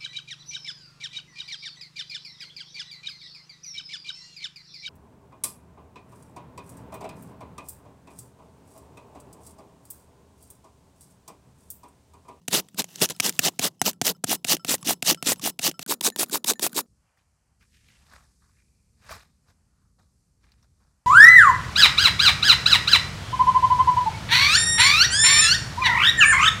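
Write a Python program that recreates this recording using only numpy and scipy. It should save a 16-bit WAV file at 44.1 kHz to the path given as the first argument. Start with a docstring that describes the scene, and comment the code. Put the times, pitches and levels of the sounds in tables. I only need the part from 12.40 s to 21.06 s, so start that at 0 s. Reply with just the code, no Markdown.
"""A knife shreds crisp cabbage on a wooden board, close by: crunching strokes are random bursts of cells,
knocks are noise cracks over ringing board modes, ribs pop as short sines and the blade rings faintly.
The last three strokes are looped, at the end a third faster and higher. After a cut, gloved fingers quietly
toss the shreds in a bowl: swelling bands of grains and tuned taps, over kitchen rumble and hiss of noise."""
import sys
import numpy as np
from scipy import signal
from scipy.io import wavfile
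from scipy.ndimage import map_coordinates

SR = 44100
rng = np.random.default_rng(int(sys.argv[2]) if len(sys.argv) > 2 else 0)


def put_to_file(sound):
    """Save the sound as 16-bit audio at rate SR, in the file named by the first command-line argument."""
    columns = np.atleast_2d(sound).T  # one column per channel
    safe = np.clip(columns, -1, 1)
    whole_steps = np.round(safe * 32767)
    wavfile.write(sys.argv[1], SR, whole_steps.astype(np.int16))


def gain_from_db(level_db):
    """Turn a decibel level (scalar or array-like) into a linear amplitude factor."""
    decades = np.asarray(level_db, float) / 20
    return 10 ** decades


N = 381906


def in_time(rows, count):
    """Join the columns of a curve by straight lines over count samples."""
    s, *columns = np.transpose(rows)
    return [np.interp(np.arange(count) / SR, s, column) for column in columns]


def rms_one(x):
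    """Scale to unit power."""
    return x / np.sqrt(np.mean(x ** 2) + 1e-20)


def drift(count, per_s):
    """Seven slow random curves through knots of spread 1, per_s knots a second."""
    knots = rng.standard_normal((7, int(count * per_s / SR) + 2))
    at = np.arange(count) * per_s / SR
    return np.array([np.interp(at, np.arange(len(k)), k) for k in knots])


def power_sum(levels_db):
    """Level of several sounds heard together: their powers add."""
    return 10 * np.log10(sum(gain_from_db(2 * db) for db in levels_db))


def swell(t, s, db, rise_s, fall_s):
    """Level that climbs to db at s and sinks again, 20 dB per given time (5 ms at least)."""
    return db - 20 * np.maximum((s - t) / max(rise_s, .005), (t - s) / max(fall_s, .005))


def ring(clicks, hz, t60):
    """Two-pole resonator: a unit click sets a dying sine of height 1 ringing."""
    radius, w = gain_from_db(-60 / (t60 * SR)), 2 * np.pi * hz / SR
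    return signal.lfilter([0, np.sin(w)], [1, -2 * radius * np.cos(w), radius ** 2], clicks + 1e-18)


def bank(sources, spectrum, low_hz, high_hz):
    """Third-octave bands, each fed by one source in turn and weighted by the spectrum; rms 1."""
    edges = np.geomspace(low_hz, high_hz, round(3 * np.log2(high_hz / low_hz)) + 1)
    hz, db = np.transpose(spectrum)
    gains = gain_from_db(np.interp(np.log(edges[1:] * edges[:-1]) / 2, np.log(hz), db))
    out = 0
    for k, gain in enumerate(gains):
        band = signal.butter(2, edges[k:k + 2], "band", fs=SR, output="sos")
        out = out + gain * signal.sosfilt(band, sources[k % len(sources)])
    return rms_one(out)


def grains(count, per_s, spread_db, shared, patchy_db):
    """Seven trains of cells bursting at random, in clumps, a few much louder; broad bursts reach every train."""
    sizes = gain_from_db(spread_db * np.minimum(rng.exponential(1, (8, count)), 4))
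    signs = rng.choice([-1, 1], (8, count))
    trains = sizes * signs * (rng.random((8, count)) < per_s / SR)
    # fast clumps and a slower change of colour, plus clumps common to all trains
    unevenness = drift(count, 220) + .45 * drift(count, 20) + .7 * drift(count, 130)[0]
    return gain_from_db(patchy_db * unevenness) * (trains[1:] + shared * trains[0])


def bursts(events, count, rise_s, fall_s):
    """Envelope of short blows, each peaking at the level in its second column."""
    clicks, t = np.zeros(count), np.arange(3000) / SR
    clicks[[round(e[0] * SR) for e in events]] = gain_from_db(np.array([e[1] for e in events]))
    shape = np.exp(-t / fall_s) * (1 - np.exp(-t / rise_s))
    return signal.fftconvolve(clicks, shape / shape.max())[:count]


# colour of the steady hiss: pitch_hz, density_db (per Hz)
HISS_COLOUR = [(2650, -23), (4800, 2), (9710, 3.5), (16000, -52)]
# how loud the hiss sits before it wanders: time_s, level_db
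HISS_LEVEL = [(4.47, -78), (4.75, -81.5), (5.185, -80.5), (5.205, -76), (5.6, -71.5), (6.5, -77.5),
              (7.2, -79.5), (7.8, -78), (8.0, -80), (8.2, -77.5), (8.65, -79)]
# colour of the low rumble: pitch_hz, density_db (per Hz)
RUMBLE_COLOUR = [(20, -28), (37, -10.5), (59, 0.5), (248, -15.5), (286, -25), (600, -27.5)]
# how loud the rumble sits before handling adds to it: time_s, level_db
RUMBLE_LEVEL = [(4.47, -60.5), (4.75, -78), (5.0, -70), (6.45, -66.5), (7.6, -67), (8.45, -66.5),
                (8.65, -77.5)]


def room(start, bright_db):
    """Kitchen bed: banded noise for murmur, hiss and a rumble that handling the bowl swells."""
    count = N - start
    wander = drift(count, 4.5)   # the room is never quite steady
    murmur_colour = [(400, -5.5), (1000, -3.5), (3300, -14.0)]   # pitch_hz, density_db (per Hz)
    murmur = bank(rng.standard_normal((2, count)), murmur_colour, 487, 3140)
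    out = gain_from_db(-83.5 + 4.9 * wander[0]) * murmur
    hiss_db = in_time(HISS_LEVEL, N)[0][start:]
    out += gain_from_db(hiss_db + wander[1]) * bank(rng.standard_normal((2, count)), HISS_COLOUR, 3300, 11500)
    # handling shakes the bowl on the counter
    rumble_gain = gain_from_db(in_time(RUMBLE_LEVEL, N)[0][start:]) + gain_from_db(0.66 * bright_db - 22.0)
    return out + rumble_gain * bank(rng.standard_normal((2, count)), RUMBLE_COLOUR, 22.0, 496)


# shreds drop and tick in the bowl: time_s, strength_db, pitch_hz
DROPS = [(4.773, -53.5, 1680), (5.227, -51, 1510), (5.485, -45, 2370), (5.735, -36, 1626),
         (5.791, -49, 1220), (6.645, -41.5, 1780), (6.708, -28.5, 649), (6.724, -27.5, 1140),
         (6.76, -41.5, 452), (8.119, -45.5, 4700), (8.227, -50, 5500)]


def drops(count, start):
    """A short noisy tap, coloured by the pitch of the piece that falls."""
    out, t = np.zeros(count), np.arange(800) / SR
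    puffs = rng.standard_normal((len(DROPS), 800))
    for (s, strength_db, hz), puff in zip(DROPS, puffs):
        at = round(s * SR) - start
        tap = puff * np.exp(-t / .004)
        tap = rms_one(ring(tap, hz, 17.0 / hz)) + 0.29 * rms_one(np.diff(tap, prepend=0))
        out[at:at + len(t)] += gain_from_db(strength_db - 5.0) * tap / np.abs(tap).max()
    return out


# rustles in the bowl: time_s, level_db (ahead of the bowl's colouring), rise_ms and fall_ms (per 20 dB),
# pitch_hz, width_octaves
RUSTLES = [(4.777, -69, 3, 57.5, 1500, 2.24), (5.21, -65, 8, 92, 1899, 1.4),
           (5.346, -62, 46, 84, 2443, 1.0), (5.49, -61.5, 107, 328, 2300, 1.16),
           (5.735, -56, 106, 141, 1100, 1.54), (6.03, -69.5, 29, 204, 1250, .8),
           (6.2, -71, 200, 50, 1970, 0.78), (6.215, -79.5, 100, 600, 2360, 0.29),
           (6.718, -38.5, 45, 73, 1092, 1.9), (6.66, -59.5, 77, 103, 1200, 2.3),
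           (6.775, -57, 61, 121, 1200, 2), (7.098, -64, 51.5, 36, 950, 1.82),
           (7.422, -77.5, 193, 120, 1260, .6), (7.595, -65, 15, 87, 801, 1.6),
           (8.033, -69, 30, 300.5, 1300, 2.1), (8.237, -66, 33, 38, 900, 1.77),
           (8.417, -74, 80, 250, 900, 1.6)]


def bright_level(t):
    """Level of the bright rustle: it swells and fades slower than the dull one."""
    below_dull_db, db_per_octave = -7.5, 1.6   # broad rustles reach further into the treble
    lingers = 1.22   # times the dull rise and fall
    levels = []
    for s, db, rise_ms, fall_ms, hz, octaves in RUSTLES:
        level_db = db + below_dull_db + db_per_octave * octaves
        levels.append(swell(t, s, level_db, rise_ms * lingers / 1000, fall_ms * lingers / 1000))
    return power_sum(levels)


# resonances of the bowl under dull rustles: pitch_hz, width_hz, gain_db
BOWL = [(1200, 260, -10), (1740, 170, -9), (2400, 94, -6)]


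def rustles(t, bright_db):
    """Shreds slide and tumble: grains in one swelling band per rustle, under a shared bright rustle."""
    sliding = grains(len(t), per_s=2000, spread_db=3.5, shared=0.47, patchy_db=2.5)
    dull = 0
    for k, (s, db, rise_ms, fall_ms, hz, octaves) in enumerate(RUSTLES):
        span = 2 ** (max(octaves, .1) / 2)
        band = signal.butter(2, [hz / span, hz * span], "band", fs=SR, output="sos")
        level_db = swell(t, s, db, rise_ms / 1000, fall_ms / 1000)
        dull = dull + gain_from_db(level_db) * rms_one(signal.sosfilt(band, sliding[k % len(sliding)]))
    dull = signal.sosfilt(signal.butter(4, 3400, fs=SR, output="sos"), dull)   # low-pass, Hz
    resonant = sum(gain_from_db(db) * signal.lfilter(*signal.iirpeak(hz, hz / width_hz, SR), dull)
                   for hz, width_hz, db in BOWL)
    bright_colour = [(3300, -2.0), (5000, -1.5), (11500, -15.5)]   # pitch_hz, density_db (per Hz)
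    return 0.88 * dull + resonant + gain_from_db(bright_db) * bank(sliding, bright_colour, 3530, 14000)


def bowl():
    """Tossing shreds in the bowl over the room, from the end of the chopping on."""
    start = round(PIECES[-1][1] * SR)
    t = np.arange(start, N) / SR
    bright_db = bright_level(t)
    out = rustles(t, bright_db) + room(start, bright_db) + drops(len(t), start)
    return np.concatenate([np.zeros(start), out])


# the lifted blade is brushed and rings until it touches again: time_s, lowest_db (lowest mode),
# next_db (next modes), slope_db (per group above them), length_s (5 ms at least)
RINGS = [(.749, -57, -51, -10, .015), (1.139, -68, -68, -7.5, .047), (1.395, -80, -54, -2.5, .019),
         (1.538, -64, -70, -2.5, .05), (1.749, -58, -58, -8.5, .016), (1.970, -71, -61, -3.5, .072),
         (2.196, -49, -52, -9.5, .05), (2.412, -68, -57, 3.5, .016)]
# blade modes in air: pitch_hz, level_db, t60_s, group (0-3)
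BLADE = [(1340, 0, .14, 0), (3020, -6, .08, 1), (5235, 0, .14, 1), (7900, 0, .11, 2), (10985, 0, .18, 3),
         (14470, -16, .12, 3)]


def blade(count):
    """Each brush starts the steel modes as dying sines, choked at the next touch."""
    out = np.zeros(count)
    phases = rng.uniform(0, 2 * np.pi, (len(RINGS), len(BLADE)))
    for (s, low_db, next_db, slope_db, length_s), phase in zip(RINGS, phases):
        group_db = [low_db, next_db, next_db + slope_db, next_db + 2 * slope_db]
        at, t = round(s * SR), np.arange(round(max(length_s, .005) * SR)) / SR
        tone = 0
        for (hz, db, t60, group), p in zip(BLADE, phase):
            dying = gain_from_db(group_db[round(group)] + db - 60 * t / t60)
            tone = tone + dying * np.cos(2 * np.pi * hz * t + p)
        out[at:at + len(t)] += tone * np.clip((t[-1] - t) / .002, 0, 1)   # choked over 2 ms
    return out


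# thick ribs give way with a hollow pop: time_s, peak_db, pitch_hz, decay_cycles (to die 60 dB)
POPS = [(0.3443, -38, 180, 3), (0.4426, -32.5, 700, 3), (0.6191, -15, 420, 6), (0.631, -20.5, 642, 7.5),
        (1.065, -20, 654, 5.5), (1.4805, -17.5, 808.6, 6.5), (1.889, -26.5, 270, 6.5),
        (1.908, -22.5, 260, 4.5), (1.915, -21, 800, 7), (1.929, -17, 750, 5.5), (2.122, -18, 900, 5),
        (2.131, -24.5, 500, 5), (2.137, -26, 300, 8.5), (2.1679, -33, 500, 2), (2.288, -26, 300, 5),
        (2.308, -23.5, 250, 5), (2.341, -15, 520, 2), (2.428, -39, 1130, 23.5), (2.428, -37, 160, 6)]


def pops(count):
    """Each rib gives a soft push that rings a few cycles at its own pitch."""
    out, t = np.zeros(count), np.arange(1500) / SR
    for s, peak_db, hz, cycles in POPS:
        decay = gain_from_db(-60 * t * hz / max(cycles, 1))
        pop = np.sin(2 * np.pi * hz * t) * decay * (1 - np.exp(-t * hz / 1.5))
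        out[round(s * SR):][:len(t)] += gain_from_db(peak_db) * pop / np.abs(pop).max()
    return out


# blade comes down on the board: time_s, strength_db, thud_db and clack_db (re strength), clack_hz
KNOCKS = [(0.0818, -10.5, -24, -10, 2802), (0.6151, -11, -17, -7.5, 2710), (0.7998, -4, -27.5, -7.5, 2300),
          (0.9912, -0.5, -28.5, -4.5, 2600), (1.1933, -6.5, -23, -10.5, 2706),
          (1.4156, -2.5, -23.5, -4.5, 798.4), (1.6145, -9, -14.5, -14, 720),
          (1.8393, -14, -13.5, -5.5, 1504), (2.0475, -13.5, -22.5, 0, 2700),
          (2.2475, -13.5, -23.5, -11.5, 2700)]
# the other end of the edge touches a moment before or after: time_s, strength_db
SECOND_TOUCHES = [(0.0794, -18), (0.8032, -5), (0.9928, 0), (1.19, -21), (1.6183, -13), (1.8421, -6.5),
                  (2.0449, -15)]
# single ribs snap, shreds tick on the wood: time_s, strength_db
SNAPS = [(0.1984, -14), (0.2862, -32.5), (0.3451, -31), (0.3935, -12), (0.4194, -16), (0.4424, -18),
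         (0.5581, -22), (0.5945, -27), (0.603, -21), (0.6075, -22), (0.6574, -11), (0.6893, -17),
         (0.7637, -30.5), (0.8939, -5.5), (0.9248, -27), (0.9644, -32.5), (1.454, -13), (1.4794, -7.5),
         (1.5114, -23.5), (1.5314, -28.5), (1.655, -11.5), (1.6794, -5), (1.917, -11), (1.929, -11),
         (2.1145, -7.5), (2.1214, -7.5), (2.131, -7.5), (2.1675, -17.5), (2.2942, -8), (2.307, -8.5),
         (2.3414, -6), (2.381, -34), (2.4284, -26.5)]
# colour of knocks and snaps: pitch_hz, density_db (per Hz)
CRACK = [(1000, -4.5), (2050, -8), (2650, -4), (4410, -6), (7270, -2.5), (16000, -16.5)]
# board modes: pitch_hz, level_db (relative), t60_s
BOARD = [(174, -11, 0.054), (263, -3.5, 0.035), (446, 1.5, 0.01), (706, -3, .025), (1140, -13.5, 0.0061)]


def thuds(count):
    """The blow pushes the board, and its modes ring, a little differently each time."""
    at = [round((s + 0.0017) * SR) for s, *_ in KNOCKS]
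    blow_db = np.array([db + thud_db for s, db, thud_db, *_ in KNOCKS])
    variation_db = rng.normal(0, 1, (len(KNOCKS), len(BOARD)))
    thud = 0
    for k, (hz, level_db, t60) in enumerate(BOARD):
        clicks = np.zeros(count)
        clicks[at] = -gain_from_db(blow_db + level_db + 6.5 + variation_db[:, k])
        thud = thud + ring(clicks, hz, t60)
    return signal.sosfilt(signal.butter(4, 100, "high", fs=SR, output="sos"), thud)


def knocks(count):
    """One or two cracks of a few ms, a duller afterclap, a clack and the thud of the board; also snaps."""
    crackle = bank(grains(count, per_s=13000, spread_db=2.0, shared=0.3, patchy_db=1.5), CRACK, 1300, 16000)
    crack = gain_from_db(-9.5) * bursts(KNOCKS + SECOND_TOUCHES, count, 0.0008, 0.001)
    crack += gain_from_db(-28.5) * bursts(KNOCKS, count, 0.019, 0.004)   # afterclap
    snaps = gain_from_db(-11) * bursts(SNAPS, count, .0003, 0.0012)
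    snaps += gain_from_db(-31.5) * bursts(SNAPS, count, 0.0013, 0.0051)
    out = (crack + snaps) * crackle + thuds(count)
    t, clack_t60_s = np.arange(600) / SR, .008   # short ring of edge on wood
    for s, db, thud_db, clack_db, hz in KNOCKS:
        decay = gain_from_db(db + clack_db - 60 * t / clack_t60_s)
        out[round(s * SR):][:len(t)] += decay * np.sin(2 * np.pi * hz * t) * (1 - np.exp(-t / .0003))
    return out


# strokes through the leaves: bite_s (edge bites), hardest_s, through_s (edge is through), crunch_db,
# board_db (relative), landing_db (board as the edge lands, relative)
STROKES = [(0.111, 0.148, 0.2, -19, -26, -33.5), (0.378, 0.394, 0.41, -21, -29, -30.5),
           (0.61, 0.623, 0.65, -17, -24, -30.5), (0.697, 0.7, 0.72, -30, -36.5, -38),
           (0.825, 0.856, 0.9, -22, -30.5, -34.5), (1.015, 1.062, 1.087, -19, -28, -28),
           (1.209, 1.242, 1.28, -21.5, -27.5, -37), (1.44, 1.482, 1.501, -23, -27, -39.5),
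           (1.637, 1.666, 1.714, -22, -29.5, -30.5), (1.871, 1.922, 1.954, -22, -31, -37),
           (2.07, 2.12, 2.15, -19, -31, -33), (2.268, 2.316, 2.353, -21.5, -33.5, -35.5)]
# one stroke's crunch re its hardest, at four moments: touch_db, bite_db, halfway_up_db, let_go_db
CRUNCH_SHAPE = [-50, -19.5, -5.5, -46]
# the same four moments for the board: touch_db, bite_db, halfway_up_db, let_go_db
BOARD_SHAPE = [-36.5, -19.5, -6.5, -24]
# levels at rest: crunch_db, board_db (relative)
QUIET = (-84, -71.5)
# loose shreds crumble between strokes: time_s, crunch_db, board_db (relative),
# swell_s (to swell or fade 20 dB; 5 ms at least, so zero and below mean 5 ms)
CRUMBLES = [(0.018, -67, -52, 0), (.26, -70, -72, 0.5), (0.359, -66, -42.5, -0.14), (.43, -53, -47, -0.27),
            (.49, -69, -48, -0.34), (.6, -46.5, -50.5, 0.17), (.77, -64, -53.5, -0.13),
            (.947, -52, -55.5, 0.31), (1.137, -61.5, -48.5, -0.9), (1.767, -56, -47, 0),
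            (2.185, -61, -55.5, -0.04), (2.39, -64, -55.5, 0.25)]


def stroke_levels(count):
    """Crunch and board level: every stroke has one shape, stretched to its three moments."""
    touch_s, let_go_s = .017, 0.017   # touch before the bite, dying after the cut
    sag_db = -8   # the crunch has eased off when the edge is through
    t, out = np.arange(count) / SR, []
    # what lingers after letting go fades by so many dB in a second
    for k, (shape, fade_db) in enumerate([(CRUNCH_SHAPE, 280), (BOARD_SHAPE, 231.5)]):
        touch, bite, halfway, gone = shape
        parts = [np.full(count, QUIET[k])]
        parts += [swell(t, s, db[k], swell_s, swell_s) for s, *db, swell_s in CRUMBLES]
        for a, b, c, *db, landing_db in STROKES:
            through = (sag_db, landing_db - db[1])[k]
            moments = [a - 2 * touch_s, a - touch_s, a, (a + b) / 2, b, c, c + let_go_s, c + let_go_s + 1]
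            levels = [-100, touch, bite, halfway, 0, through, gone, gone - fade_db]
            parts.append(db[k] + np.interp(t, moments, levels))
        out.append(power_sum(parts))
    return out


# colour of the crunch: pitch_hz, density_db (per Hz)
CRUNCH = [(50, -36), (189, 2), (258, -1), (1660, -8), (1780, -3), (2210, -11), (2950, -1.5), (4560, -5.5),
          (5400, -2), (16000, -13)]
# top treble and middle of the crunch, re the crunch: time_s, treble_db, middle_db
TREBLE = [(0, -22, -7), (1.3, -17, -7.5), (1.6, -9, -8.5)]


def shredding(count):
    """The edge tears cells open in a dense crackle; the strokes also shake the board and the blade."""
    crunch_db, board_db = stroke_levels(count)
    # ribs and soft leaf pass under the edge, so the tearing comes in clumps
    tearing = grains(count, per_s=2500, spread_db=4.0, shared=0.5, patchy_db=3.0)
    treble_db, middle_db = in_time(TREBLE, count)
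    crunch = gain_from_db(crunch_db) * bank(tearing, CRUNCH, 3300, 16000)
    crunch += gain_from_db(crunch_db + middle_db) * bank(tearing[::-1], CRUNCH, 1100, 3300)
    crunch += gain_from_db(crunch_db + treble_db) * bank(tearing[::-1], CRUNCH, 12000, 15000)
    # the low middle needs both tearing and a shaking board, so it dies first between strokes
    body = gain_from_db(.25 * crunch_db + 0.84 * board_db - 3.0) * bank(tearing, CRUNCH, 400, 1100)
    board = gain_from_db(board_db - 5.0) * bank(rng.standard_normal((2, count)), CRUNCH, 110, 400)
    # the lowest board mode hums on, following a share of the board's swing
    hum_db, hum_follows, hum_t60_s = -36, .35, .09
    shaking = rms_one(ring(rng.standard_normal(count), BOARD[0][0], hum_t60_s))
    board += gain_from_db(hum_db + hum_follows * board_db) * shaking
    # gripped by the leaves, the blade modes ring a tenth as long as in air
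    steel = sum(ring(crunch, hz, .1 * t60) for hz, db, t60, group in BLADE[1:])
    return crunch + body + board + gain_from_db(-40.5) * steel


# the three strokes that repeat: first_s, last_s
LOOP = (1.8666, 2.445)
# pieces of the chopping laid end to end: start_s, end_s, position_s (where playing begins), speed (ratio)
PIECES = [(0, 2.445, 0, 1), (2.445, 2.98, 2.445, 1), (2.98, 3.43, 2.9912, 1),
          (3.4626, 4.462, 2.4279, 4 / 3)]
# one gain for each piece: gain_db
PIECE_GAINS = [0.017, 1.5, -2.2, 0.071]


def looped(chopping):
    """Play the pieces; past the loop end the position wraps back; a faster piece also sounds higher."""
    out, (first, last) = np.zeros(N), LOOP
    for (start, end, position, speed), gain_db in zip(PIECES, PIECE_GAINS):
        at = np.arange(round(start * SR), round(end * SR))
        s = position + speed * (at / SR - start)
        s = np.where(s < last, s, first + (s - first) % (last - first))
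        out[at] = gain_from_db(gain_db) * map_coordinates(chopping, [s * SR], order=3)
    return out


def scene():
    """The chopping, cut and looped, then the bowl."""
    count = round(LOOP[1] * SR) + 2000
    chopping = shredding(count) + knocks(count) + pops(count) + blade(count)
    # microphone bass cut
    chopping = signal.sosfilt(signal.butter(3, 90, "high", fs=SR, output="sos"), chopping)
    return (looped(chopping) + bowl())[None]


def low_pass(x):
    """Removes everything above the highest recorded frequency."""
    return signal.sosfilt(signal.butter(12, 15900, fs=SR, output="sos"), x)


def record(dry):
    """Soft saturation rounds the highest peaks of the mix."""
    mix = np.tanh(dry)
    return low_pass(mix)


dry = scene()
out = record(dry)
put_to_file(out)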